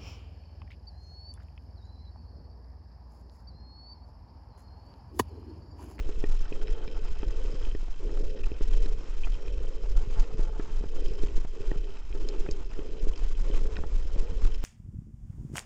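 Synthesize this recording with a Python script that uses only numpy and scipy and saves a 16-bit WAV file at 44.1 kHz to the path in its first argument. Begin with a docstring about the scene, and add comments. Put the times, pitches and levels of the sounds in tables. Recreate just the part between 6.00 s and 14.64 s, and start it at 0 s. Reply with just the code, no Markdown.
"""Crunching gravel swells with each pedal stroke as a bicycle climbs, amid wind thumps, knocks and pings.
It is heard through the closed case of a small helmet camera, with one microphone.
Shaped noise makes the wind; random grains ring the case, frame and loose parts for tyres and rattle.
Knocks, clicks and pings are dying rings started by short runs of contacts, at listed times.
The recorder hisses more as the signal swings wider."""
import sys
import numpy as np
from scipy import signal
from scipy.fft import rfft, irfft
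from scipy.io import wavfile
from scipy.ndimage import uniform_filter1d

SR = 44100
rng = np.random.default_rng(int(sys.argv[2]) if len(sys.argv) > 2 else 0)


def store_pcm(level_fs):
    """Save levels as 16-bit WAV."""
    pcm = np.round(np.clip(level_fs, -1, 1) * 32767).astype(np.int16)
    wavfile.write(sys.argv[1], SR, np.atleast_2d(pcm).T)


N = 381024

# Strength of the wind buffeting. Each row: time in seconds, level in dB before chance gusts and limiting.
WIND = [(0.0, -21.5), (0.14, -31), (0.19, -19.5), (0.43, -22), (0.5, -27.5), (0.77, -22), (0.84, -29.5),
        (1.44, -23.5), (1.61, -29), (1.66, -22.5), (2.07, -30), (2.19, -20), (2.38, -28.5), (2.48, -18.5),
        (2.53, -40), (2.6, -23), (2.81, -15.5), (2.86, -21), (2.93, -18), (3.01, -30.5), (3.2, -21),
        (3.3, -21.5), (3.41, -33), (3.46, -29.5), (3.78, -26.5), (3.97, -15.5), (4.06, -29.5), (4.16, -15),
        (4.28, -33), (4.45, -18.5), (4.48, -29), (4.71, -33.5), (4.79, -12), (4.86, -23.5), (5.27, -23),
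        (5.63, -29.5), (5.68, -22), (5.99, -34.5), (6.06, -19.5), (6.13, -32.5), (6.21, -18.5), (6.33, -33),
        (6.42, -21.5), (6.47, -38), (6.52, -21), (6.69, -33), (6.74, -21), (6.81, -32), (7.1, -18.5),
        (7.2, -30.5), (7.24, -22), (7.51, -21.5), (7.53, -14.5), (7.87, -30.5), (7.94, -20), (8.13, -28),
        (8.18, -14), (8.37, -32.5), (8.45, -17.5), (8.64, -26)]
# Tone of the slow wind lumps. Each row: frequency in Hz, relative level in dB.
BUFFET = [(1.8, -43), (3.0, -5.5), (16, 6.5), (28, 1.5), (47, -8.5), (70, -20.5), (150, -120)]
# Tone of the quick wind eddies. Each row: frequency in Hz, relative level in dB.
FLUTTER = [(30, -35), (55, -23.5), (80, -5.5), (130, -13), (250, -20), (400, -44.5), (1500, -80)]
# Upper rumble of the wind. Each row: time in seconds, level in dB.
THROB = [(0.0, -34), (0.21, -39), (0.24, -39), (0.38, -49.5), (1.18, -38.5), (1.28, -32.5), (1.44, -43),
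         (1.61, -38), (1.63, -39), (1.76, -39), (1.85, -59), (2.02, -61), (2.09, -32), (2.14, -45),
         (2.5, -37), (3.27, -46), (3.34, -34.5), (3.44, -49), (3.51, -28), (3.75, -44.5), (3.9, -33),
         (3.95, -44), (4.09, -37.5), (4.33, -51), (4.38, -32), (4.64, -52), (4.76, -41), (5.13, -50),
         (5.22, -30), (5.63, -54), (5.7, -38), (5.9, -50), (6.16, -36.5), (6.23, -51), (6.45, -46),
         (6.5, -34.5), (6.69, -53), (6.81, -33), (6.88, -54), (7.03, -34), (7.05, -52), (7.29, -38.5),
         (7.39, -51), (7.51, -42), (7.58, -52), (7.65, -34), (8.13, -37), (8.45, -28.5), (8.49, -39),
         (8.64, -39)]
# Tone of that rumble. Each row: frequency in Hz, relative level in dB.
THROB_BAND = [(22, -29.5), (36, -2.5), (48, -6), (66, -14.5), (95, -27), (150, -47.5), (400, -89.5)]
# Base levels of the ride. Each row: time in seconds, grit in dB, rattle in dB, wind eddies in dB.
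# Pedal load is added to all three, and GRIT_DB to the grit.
RIDE = [(0.0, -61.5, -62, -52.5), (0.72, -65.5, -60.5, -49.5), (1.51, -61.5, -58.5, -51.5),
        (1.88, -61, -64, -59), (2.07, -64, -63, -51), (2.19, -68.5, -62, -56), (2.74, -59, -58.5, -45),
        (3.15, -59.5, -62, -57.5), (3.44, -62, -58.5, -51), (3.78, -65.5, -64.5, -52.5),
        (4.11, -59.5, -60.5, -50), (4.57, -59.5, -64.5, -52.5), (5.1, -62, -59.5, -46.5),
        (5.41, -61, -64, -57.5), (5.77, -63.5, -60, -52), (6.06, -61.5, -63.5, -54.5),
        (6.3, -64.5, -60.5, -45), (6.66, -60.5, -63.5, -55.5), (6.98, -62, -61, -47.5),
        (7.07, -60.5, -65.5, -49.5), (7.34, -57.5, -61.5, -52.5), (7.55, -59.5, -57, -46),
        (7.7, -59, -68, -45.5), (8.13, -61.5, -59.5, -50.5), (8.33, -59, -61.5, -52), (8.64, -57, -61, -48)]
# Pedal strokes. Each row: start in seconds, length in seconds, time from start to peak in seconds,
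# peak load in dB, coasting level afterwards in dB, upper crunch over lower crunch in dB.
STROKES = [(-0.15, 0.47, 0.15, -47.5, -61, -15), (0.491, 0.54, 0.15, -44.5, -57, 0),
           (1.18, 0.5, 0.34, -46.5, -64, -2), (1.978, 0.37, 0.37, -41, -53.5, -2),
           (2.665, 0.32, 0.16, -45, -55.5, -2), (3.359, 0.73, 0.16, -46.5, -48.5, 6.5),
           (4.172, 0.4, 0.27, -47, -53, -7), (4.891, 0.44, 0.2, -43.5, -59, -11),
           (5.506, 0.4, 0.13, -44.5, -67, -11.5), (6.099, 0.49, 0.24, -43, -58.5, -9.5),
           (6.731, 0.41, 0.26, -45.5, -56, -15.5), (7.41, 0.4, 0.085, -42.5, -53, 2),
           (8.104, 0.41, 0.056, -45, -64.5, 0)]
# Modes (ringing tones) of the hollow case. Each row: pitch in Hz, nominal width in Hz, relative level in dB.
CASE = [(323.2, 93, 2), (401, 67, 2), (442, 150, -13), (538, 71, -18.5), (920, 160, -28.5),
        (1330, 400, -22)]
# Tyre hum. Each row: time in seconds, central pitch in Hz.
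HUM = [(0.0, 417), (0.24, 413), (0.74, 427), (0.89, 418), (0.91, 455), (0.98, 418), (1.42, 432),
       (2.26, 420), (2.28, 427), (2.62, 405), (2.72, 429), (3.83, 441), (4.04, 412), (4.09, 420),
       (6.76, 394), (6.95, 430), (7.34, 417), (7.65, 434), (7.99, 412), (8.33, 456), (8.37, 421),
       (8.64, 414)]
# Tone of the dull gravel hiss. Each row: frequency in Hz, relative level in dB.
GRIT = [(150, -6.5), (280, 4.5), (650, -10), (1000, -4.5), (1350, -9.5), (1700, -16), (2200, -13),
        (4000, -20.5), (8000, -20.5)]
# Coarse gravel scrub. Each row: time in seconds, level in dB before SCRUB_TRIM_DB.
COARSE = [(0.0, -56), (0.29, -58), (0.96, -54), (1.47, -60), (1.9, -68), (2.12, -61), (2.26, -65),
          (2.53, -60), (2.79, -61.5), (3.18, -61.5), (3.85, -58), (4.16, -51.5), (5.05, -59), (5.46, -67.5),
          (5.8, -56.5), (5.97, -64), (6.21, -59.5), (7.05, -60), (7.17, -66), (7.65, -61), (7.92, -60),
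          (8.64, -63.5)]
# Frame under coarse stones. Each row: pitch in Hz, nominal width in Hz, relative level in dB.
COARSE_RING = [(720, 99, -3), (876, 37, -6), (1110, 410, 2), (1316, 180, -1.5)]
# Loose parts. Each row: pitch in Hz, nominal width in Hz, relative level in dB.
RATTLE = [(1528, 44, -17), (1872, 130, -12.5), (2140, 420, -16), (2480, 110, -15), (2600, 180, -7),
          (3110, 148, -6), (3926, 240, -11.5), (4760, 440, -22), (5180, 280, -6)]
# Highest loose part during the steady rattle. Each row: time in seconds, pitch in Hz.
TOP_RATTLE = [(0.0, 5260), (1.37, 5100), (3.18, 5270), (3.25, 4850), (3.44, 5470), (3.99, 5010),
              (4.14, 5030), (6.38, 5180), (6.52, 5030), (6.62, 5090), (7.31, 5160), (7.43, 5220),
              (8.25, 5090), (8.64, 5240)]
# Stones and jolts reaching the case. Each row: time in seconds, body peak in dB before softening,
# upper modes in dB and low push in dB (both relative to the body), tilt of the upper modes in dB per octave.
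KNOCKS = [(0.0914, -28, -14, -16, 13), (0.2393, -20, -27, -8.5, -12), (0.4113, -44, -8, 9, -6),
          (0.441, -47, -20, 6, -6), (0.521, -26, -21, -14, -8), (0.5743, -37, -21, -20, 0),
          (0.8784, -34.5, -16, -1, -3), (1.231, -25.5, -7, -8.5, 4), (1.449, -36, -30, -11, 1),
          (1.67, -36, -6, -5, -6), (1.7498, -26, -17, -9, 0), (1.83, -39.5, -16, 7, -8),
          (1.882, -44, 6, -8, -4), (2.0935, -35, -4, -13, 6), (2.173, -38, 0, -15, 12),
          (2.207, -28, -16, -28, -4), (2.366, -40, -10, -7, -8), (2.467, -39.5, 4, -5, 1.5),
          (2.517, -27, -14, -6, 3), (2.609, -25.5, -10, -7, 7), (2.86, -31.5, -9, -5, -2),
          (3.271, -41, 9, -18, 2), (4.101, -37, -21, -12, -3), (4.393, -28, -9, 4.5, 0),
          (4.596, -22, -12.5, -22, 14), (4.692, -48, -17, 12, 0), (4.81, -43, -15, 15, 0),
          (4.8389, -27, -28, -13, 3), (5.235, -27, -15, 2.5, -5), (5.379, -31, -14, -2, -3),
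          (5.4484, -37, 3.5, 9.5, -6), (5.7161, -22, -27, -4.5, 1), (6.104, -40, -20, -6, -6),
          (6.1495, -36.5, -6, -9, 7), (6.462, -39.5, 5.5, -9, 0), (6.4886, -24.5, -19, 0, 5),
          (6.7907, -25.5, -15, -11, 9), (6.848, -41, -24, -20, -6), (7.0695, -24, -22, -19, 4),
          (7.221, -36, -4, -24, -9), (7.5021, -30.5, -29, 2, 2), (7.539, -35, 2.5, -10, -2),
          (7.656, -39, 3.5, 6, -2), (7.787, -26, -14, -26, 10), (7.837, -34, 4, 6, -2),
          (8.1618, -49, -23, 26, 0), (8.45, -30, -5, -5, 9)]
# Rattle clicks. Each row: time in seconds, peak in dB, favoured pitch in Hz, brightness in dB.
CLICKS = [(0.2399, -33, 2100, -18), (0.525, -34.5, 2690, -17), (0.454, -44, 1540, -21),
          (0.614, -40.5, 3100, -8), (0.617, -46, 1530, -27), (0.622, -51, 2600, -12),
          (0.6716, -39, 2600, -5), (0.680, -37, 2820, -4), (0.691, -48, 3100, 2), (0.8772, -38, 3000, -6.5),
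          (0.886, -49, 3100, 9), (0.898, -50, 3120, 10), (0.912, -47, 2900, -14), (1.2296, -44, 2300, -17),
          (1.65, -38, 2900, -27), (1.685, -48, 3100, -20), (1.699, -47, 3100, -20), (1.713, -41, 3050, -25),
          (1.749, -41, 1850, -7), (1.941, -46, 2800, -17), (2.049, -51, 2600, -14),
          (2.407, -49.5, 3000, -19), (2.435, -39, 2640, -15), (2.44, -37, 2550, -19),
          (2.459, -50, 2700, -11), (2.517, -42, 2700, -24), (2.733, -41, 3120, -13),
          (2.859, -37.5, 3140, 3), (3.2346, -34.5, 2480, -42), (3.2404, -38, 2480, -36),
          (3.245, -36, 2480, -35), (3.3327, -47, 3110, -26), (3.479, -41, 2470, -41),
          (3.6695, -46, 3150, -25), (4.597, -49, 1500, -36), (5.0, -46.5, 3130, -8),
          (5.016, -53, 3130, -20), (5.059, -40, 3130, -17), (5.19, -42, 3130, -1), (5.203, -48, 3130, -10),
          (5.234, -41.5, 2300, -17), (5.7133, -36.5, 2030, -36), (5.97, -43.5, 2660, -8),
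          (6.126, -39, 2800, -10), (6.335, -47, 2470, -37), (6.487, -37, 2200, -24),
          (6.734, -49, 1960, -27), (6.791, -42, 2690, -25), (7.135, -41.5, 3130, -18),
          (7.35, -46, 3130, -13), (7.547, -39, 2450, -10), (7.756, -39, 2500, -22.5),
          (7.7664, -31, 2140, -10), (7.7665, -37, 1530, -23), (7.787, -49, 2630, 7),
          (8.273, -46, 2450, -12), (8.398, -50, 2440, -1), (8.545, -39.5, 3000, 0)]
# Small metal part. Each row: pitch in Hz, relative level in dB, time to die by 60 dB in seconds.
PING = [(2690, -17, 0.028), (3140, -4, 0.013), (4240, -6.5, 0.025), (4930, 0.5, 0.021),
        (5240, 11.5, 0.0057), (6500, 5, 0.0052), (7400, -18, 0.0081)]
# Pings. Each row: time in seconds, peak in dB, tilt in dB per octave, boost of the three lowest modes in dB.
PINGS = [(2.636, -44, -6, -25), (4.197, -36, 24, -11), (5.0833, -41, -16, -8), (6.288, -27, 9, 7),
         (6.512, -28, 23, 5), (7.159, -38.5, -15, 4), (7.177, -40, -12, -1)]

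GUSTY_DB, GUST_S = 3, 0.035  # chance lulls and lumps within the wind
CAPSULE_LIMIT = 0.42  # the capsule yields less and less towards this swing
RISE_S, RISE_DB = 0.051, -1.5  # the push starts quickly, to this far under its peak
SAG_DB, FALL_S = -5, 0.12  # the sag from peak to end, then the release
USUAL_LOAD_DB = -48
GRIT_LOAD, RATTLE_LOAD, EDDY_LOAD = 0.18, 0.047, 0.07  # dB for each dB of load above usual
HUM_WIDTH_HZ, HUM_DB, HUM_WANDER = 48.6, 1, 0.017  # hum gain beside the lowest case mode; pitch drift (share)
SURGE_DB, SURGE_S = 1.8, 0.03  # loose and firm patches of gravel
GRIT_DB, CRACKLE_DB, CRACKLE_S = 6.5, 2.5, 0.0034  # hiss raised by this; its fine grain
SCRUB_TRIM_DB = -3
RATTLE_WANDER, RATTLE_FITS_DB, RATTLE_FIT_S = 0.0059, 1, 0.097  # pitch drift (share); each part's own fits
DETUNE, UNEVEN_DB = 0.012, 2.5  # no two hits ring alike: spread of pitch (share) and of mode levels
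KNOCK_WIDTH_HZ = 110  # a blow damps the frame: least nominal width of a mode
KNOCK_CHATTER_S = 0.0005
CRACK_DB, CRACK_HZ, CRACK_S = -9, 1880, 0.0069  # splintering noise: level before tilt, top of band, decay
CLICK_WIDTH_HZ = 100  # a struck part touches its neighbours: least nominal width of a mode
CLICK_CHATTER_S = 0.0015
CLICK_NARROW_DB = 19  # fall per octave from the favoured pitch, before the effect of brightness
PURE_PER_DB = 0.5  # extra fall in dB per octave for each dB of dullness
SNAP_DB, SNAP_BRIGHT, SNAP_S = -10, 0.52, 0.0025  # dry click noise; its dB per dB of brightness; decay
PING_CHATTER_S = 0.0039
SPRAY_DB, SPRAY_S = -15.5, 0.0017  # bright noise at the start of a ping
OFFSET = 0.024  # steady offset of the recorder
HISS_DB, HISS_KNEE = -34, 0.016  # hiss relative to the swing; swing below which it levels out
EDGE_HZ = 8700  # final band limit


def gain_of(db):
    """Turns decibels into a multiplying factor."""
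    return 10 ** (np.asarray(db) / 20)


def evened(x):
    """Scales a sound to an average (rms) strength of 1."""
    return x / np.sqrt(np.mean(x ** 2) + 1e-20)


def steadied(x, samples, floor):
    """Reduces chance swells by dividing by the strength around each moment, plus a floor."""
    return evened(x / np.sqrt(uniform_filter1d(x ** 2, samples) + floor))


def curve(rows, axis=1):
    """Joins one column of a timed table into a value for every sample."""
    rows = np.array(rows)
    return np.interp(np.arange(N) / SR, rows[:, 0], rows[:, axis])


def clumps(seconds):
    """Makes a slow random wander of strength 1 by smoothing noise twice."""
    step = 32  # samples between computed points
    size = max(round(seconds * SR / step), 1)
    slow = rng.standard_normal(N // step + 1)
    slow = uniform_filter1d(uniform_filter1d(slow, size), size)
    return np.interp(np.arange(N) / step, np.arange(len(slow)), evened(slow))


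def coloured(x, points):
    """Filters x by a tone curve, joined on a logarithmic pitch scale."""
    f, db = np.transpose(points)
    hz = np.fft.rfftfreq(N, 1 / SR)
    tone_db = np.interp(np.log(hz + 1), np.log(f + 1), db)
    return evened(irfft(rfft(x) * gain_of(tone_db), N))


def grains(per_s, spread_db):
    """Scatters random clicks of either sign; a few are large."""
    size = gain_of(spread_db * np.minimum(rng.exponential(1, N), 5))
    size = size * rng.choice([-1, 1], N)
    return size * (rng.random(N) < per_s / SR)


def ring(modes, damping=0.91, size=2048):
    """Adds dying sine waves, one per mode; wider modes die sooner, and the peak is 1."""
    t = np.arange(size) / SR
    h = np.zeros(size)
    for hz, width, db in modes:
        h += gain_of(db) * np.exp(-np.pi * width * damping * t) * np.sin(2 * np.pi * hz * t)
    return h / abs(h).max()


def resonate(x, hz, width):
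    """Passes x through a resonance that follows the pitch curve hz."""
    turn = np.exp(2j * np.pi * np.cumsum(hz) / SR)
    r = np.exp(-np.pi * width / SR)
    return (turn * signal.lfilter([1], [1, -r], x / turn)).real


def varied(modes):
    """Shifts the modes slightly in pitch and level, by chance."""
    z = rng.standard_normal((len(modes), 2))
    return [(f * (1 + DETUNE * a), w, d + UNEVEN_DB * b) for (f, w, d), (a, b) in zip(modes, z)]


def burst(low_hz, high_hz, seconds):
    """Makes a dying puff of band noise, peak 1."""
    band = signal.butter(2, [low_hz, min(high_hz, .45 * SR)], "bandpass", fs=SR, output="sos")
    puff = rng.standard_normal(2048) * np.exp(-np.arange(2048) / (SR * seconds))
    x = signal.sosfilt(band, puff)
    return x / abs(x).max()


def chatter(bounce_s):
    """Makes a first contact and a short, dying run of mostly smaller random ones."""
    bounces = rng.standard_normal(700) * (rng.random(700) < .06)
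    bounces *= 0.39 * np.exp(-np.arange(700) / (SR * bounce_s + 1))
    bounces[0] = 1
    return bounces


def bounced(body, bounce_s):
    """Strikes a ring with a chatter of contacts, peak 1."""
    sound = signal.oaconvolve(body, chatter(bounce_s))
    return sound / abs(sound).max()


def add(mix, s, sound):
    """Mixes a sound in at time s."""
    part = mix[round(s * SR):][:len(sound)]
    part += sound[:len(part)]


def pedalling():
    """Gives load, load above usual and fineness in dB: each stroke rises, peaks, sags and lets go."""
    rows, before = [], STROKES[0][4]
    for s, length, peak_s, db, coast_db, _ in STROKES:
        rows += [(s, before), (s + RISE_S, db + RISE_DB), (s + peak_s, db),
                 (s + length, db + SAG_DB), (s + length + FALL_S, coast_db)]
        before = coast_db
    load = curve(sorted(rows))
    fine_db = curve([(s + length / 2, upper_db) for s, length, _, _, _, upper_db in STROKES])
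    return load, load - USUAL_LOAD_DB, fine_db


def wind():
    """Slow pressure lumps push a microphone that yields less when pushed far; quick eddies thump."""
    # The lumps are evened out; the wind table, with small random lulls and lumps, sets their level.
    lumps = steadied(coloured(rng.standard_normal(N), BUFFET), 3500, 0.028)
    level = gain_of(curve(WIND) + GUSTY_DB * clumps(GUST_S))
    pushed = CAPSULE_LIMIT * np.tanh(level * lumps / CAPSULE_LIMIT)
    low_pass = signal.butter(3, 38, fs=SR, output="sos")
    eddies = coloured(grains(120, 5.0), FLUTTER)
    eddy_db = curve(RIDE, axis=3) + EDDY_LOAD * pedalling()[1]
    return signal.sosfiltfilt(low_pass, pushed) + gain_of(eddy_db) * eddies


def throb():
    """The upper rumble of the wind is made of lumpy low thumps, held to its level."""
    rumble = coloured(grains(45, 3.5), THROB_BAND)
    return gain_of(curve(THROB)) * steadied(rumble, 5000, 0.15)


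def pings():
    """A small metal part rings brightly, each mode dying at its own pace, with a puff of noise."""
    mix = np.zeros(N)
    t = np.arange(2048) / SR
    for s, db, tilt_db, low_db in PINGS:
        ping = np.zeros(2048)
        for hz, mode_db, t60 in PING:
            mode_db += low_db * (hz < PING[3][0]) + tilt_db * np.log2(hz / 5000)
            ping += gain_of(mode_db - 60 * t / t60) * np.sin(2 * np.pi * hz * t)
        ping = ping / abs(ping).max() + gain_of(SPRAY_DB) * burst(3500, 8000, SPRAY_S)
        ping *= 1 - np.exp(-t / 0.000065)  # very short start
        add(mix, s, gain_of(db) * bounced(ping, PING_CHATTER_S))
    return mix


def clicks():
    """A bouncing contact shakes loose parts, favouring those tuned near the given pitch."""
    mix = np.zeros(N)
    for s, db, hz, bright_db in CLICKS:
        fall_db = CLICK_NARROW_DB - PURE_PER_DB * bright_db
        near = [(f, max(w, CLICK_WIDTH_HZ), d / 2 - fall_db * abs(np.log2(f / hz)))
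                for f, w, d in RATTLE[:6]]
        bright = ring(varied(RATTLE[6:]), 0.78)
        parts = ring(varied(near), 0.87) + gain_of(bright_db) * bright
        parts[:90] *= np.linspace(0, 1, 90)  # the parts take a moment to start
        parts += gain_of(SNAP_DB + SNAP_BRIGHT * bright_db) * burst(1000, 3100, SNAP_S)
        add(mix, s, gain_of(db) * bounced(parts, CLICK_CHATTER_S))
    return mix


def knocks():
    """Stones and jolts ring the case and frame, splinter, and push the capsule slowly."""
    mix = np.zeros(N)
    u = np.arange(2048) / (SR * 0.0012)
    push = u * (1 - .5 * u) * np.exp(1 - u)
    blow = signal.windows.hann(11) / 5  # rubber and stone meet softly
    soft = signal.windows.hann(35) / 17  # the case takes the jolt more slowly still
    for s, db, upper_db, push_db, tilt_db in KNOCKS:
        frame = [(f, max(w, KNOCK_WIDTH_HZ), tilt_db * np.log2(f / 1000)) for f, w, _ in COARSE_RING]
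        crack = gain_of(CRACK_DB + tilt_db / 2) * burst(550, CRACK_HZ, CRACK_S)
        upper = ring(varied(frame), 0.65) + crack
        # Doubling the dB widens the level differences between case modes.
        body = ring([(f, w, 2 * d) for f, w, d in CASE[:4]], 0.65)
        add(mix, s, gain_of(db) * np.convolve(bounced(body, KNOCK_CHATTER_S), soft))
        add(mix, s, gain_of(db + upper_db) * np.convolve(bounced(upper, KNOCK_CHATTER_S), blow))
        add(mix, s, gain_of(db + push_db) * np.convolve(push, soft))
    return mix


def rattle():
    """Loose parts chatter in fits; each small hit rings one of their drifting modes."""
    which = rng.integers(0, len(RATTLE), N)
    hits = grains(2500, 2.0) * gain_of(3.0 * clumps(0.0053))
    pitches = [hz * (1 + RATTLE_WANDER * clumps(0.19)) for hz, _, _ in RATTLE[:-1]]
    pitches.append(curve(TOP_RATTLE))
    out = np.zeros(N)
    for k, (_, width, db) in enumerate(RATTLE):
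        fits = gain_of(db + RATTLE_FITS_DB * clumps(RATTLE_FIT_S))
        out += fits * resonate(hits * (which == k), pitches[k], width)
    return gain_of(curve(RIDE, axis=2) + RATTLE_LOAD * pedalling()[1]) * evened(out)


def scrub():
    """Coarse stones grind under the tyre in fits and ring the frame."""
    hits = grains(1500, 2.6) * gain_of(12.0 * np.tanh(1.8 * clumps(0.022)))
    ringing = evened(signal.oaconvolve(hits, ring(COARSE_RING))[:N])
    return gain_of(curve(COARSE) + SCRUB_TRIM_DB) * ringing


def grit():
    """Fine gravel makes a dull hiss of tiny grains that comes in clumps."""
    lumps_db = 6.2 * np.tanh(0.76 * clumps(0.025)) + CRACKLE_DB * clumps(CRACKLE_S)
    hiss = coloured(grains(3000, 1.9) * gain_of(lumps_db), GRIT)
    return gain_of(GRIT_DB + curve(RIDE) + GRIT_LOAD * pedalling()[1]) * hiss


def tyre_crunch():
    """Crushed stones ring the case, with a drifting hum, and swell with each pedal stroke."""
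    band = ring([(432, 213, 0)])  # tyre and frame pass only a low band
    stones = grains(2500, 2.87)
    hum_hz = curve(HUM) * (1 + HUM_WANDER * clumps(0.046))
    hum = gain_of(HUM_DB) * resonate(stones, hum_hz, HUM_WIDTH_HZ)
    lowest_mode = resonate(stones, np.full(N, CASE[0][0]), CASE[0][1])
    low = evened(signal.oaconvolve(hum + lowest_mode, band)[:N])
    upper_ring = signal.oaconvolve(ring(CASE[2:]), band)
    high = evened(signal.oaconvolve(grains(2500, 3.2), upper_ring)[:N])
    load_db, _, fine_db = pedalling()
    fine = gain_of(fine_db)
    low = gain_of(SURGE_DB * clumps(SURGE_S)) * low
    high = gain_of(SURGE_DB * clumps(SURGE_S)) * high
    crunch = (low + fine * high) / np.sqrt(1 + fine ** 2)
    # Chance swells are partly evened out, then the pedal load shapes the level.
    return gain_of(load_db) * steadied(crunch, 2200, 0.32)


def scene():
    """Adds everything that reaches the single microphone."""
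    background = wind() + throb()
    hits = pings() + clicks() + knocks()
    return (background + hits + rattle() + scrub() + grit() + tyre_crunch())[None]


def record(dry):
    """Adds a steady offset and hiss that grows with the swing, then rolls off the treble."""
    x = dry + OFFSET
    swing = np.sqrt(x ** 2 + HISS_KNEE ** 2)
    x = x + gain_of(HISS_DB) * swing * rng.standard_normal(x.shape)
    x = signal.sosfiltfilt(signal.butter(9, 7850, fs=SR, output="sos"), x)
    band_limit = signal.firwin(511, EDGE_HZ, window=("kaiser", 9), fs=SR)
    return signal.oaconvolve(x, band_limit[None], "same")


dry = scene()
out = record(dry)
store_pcm(out)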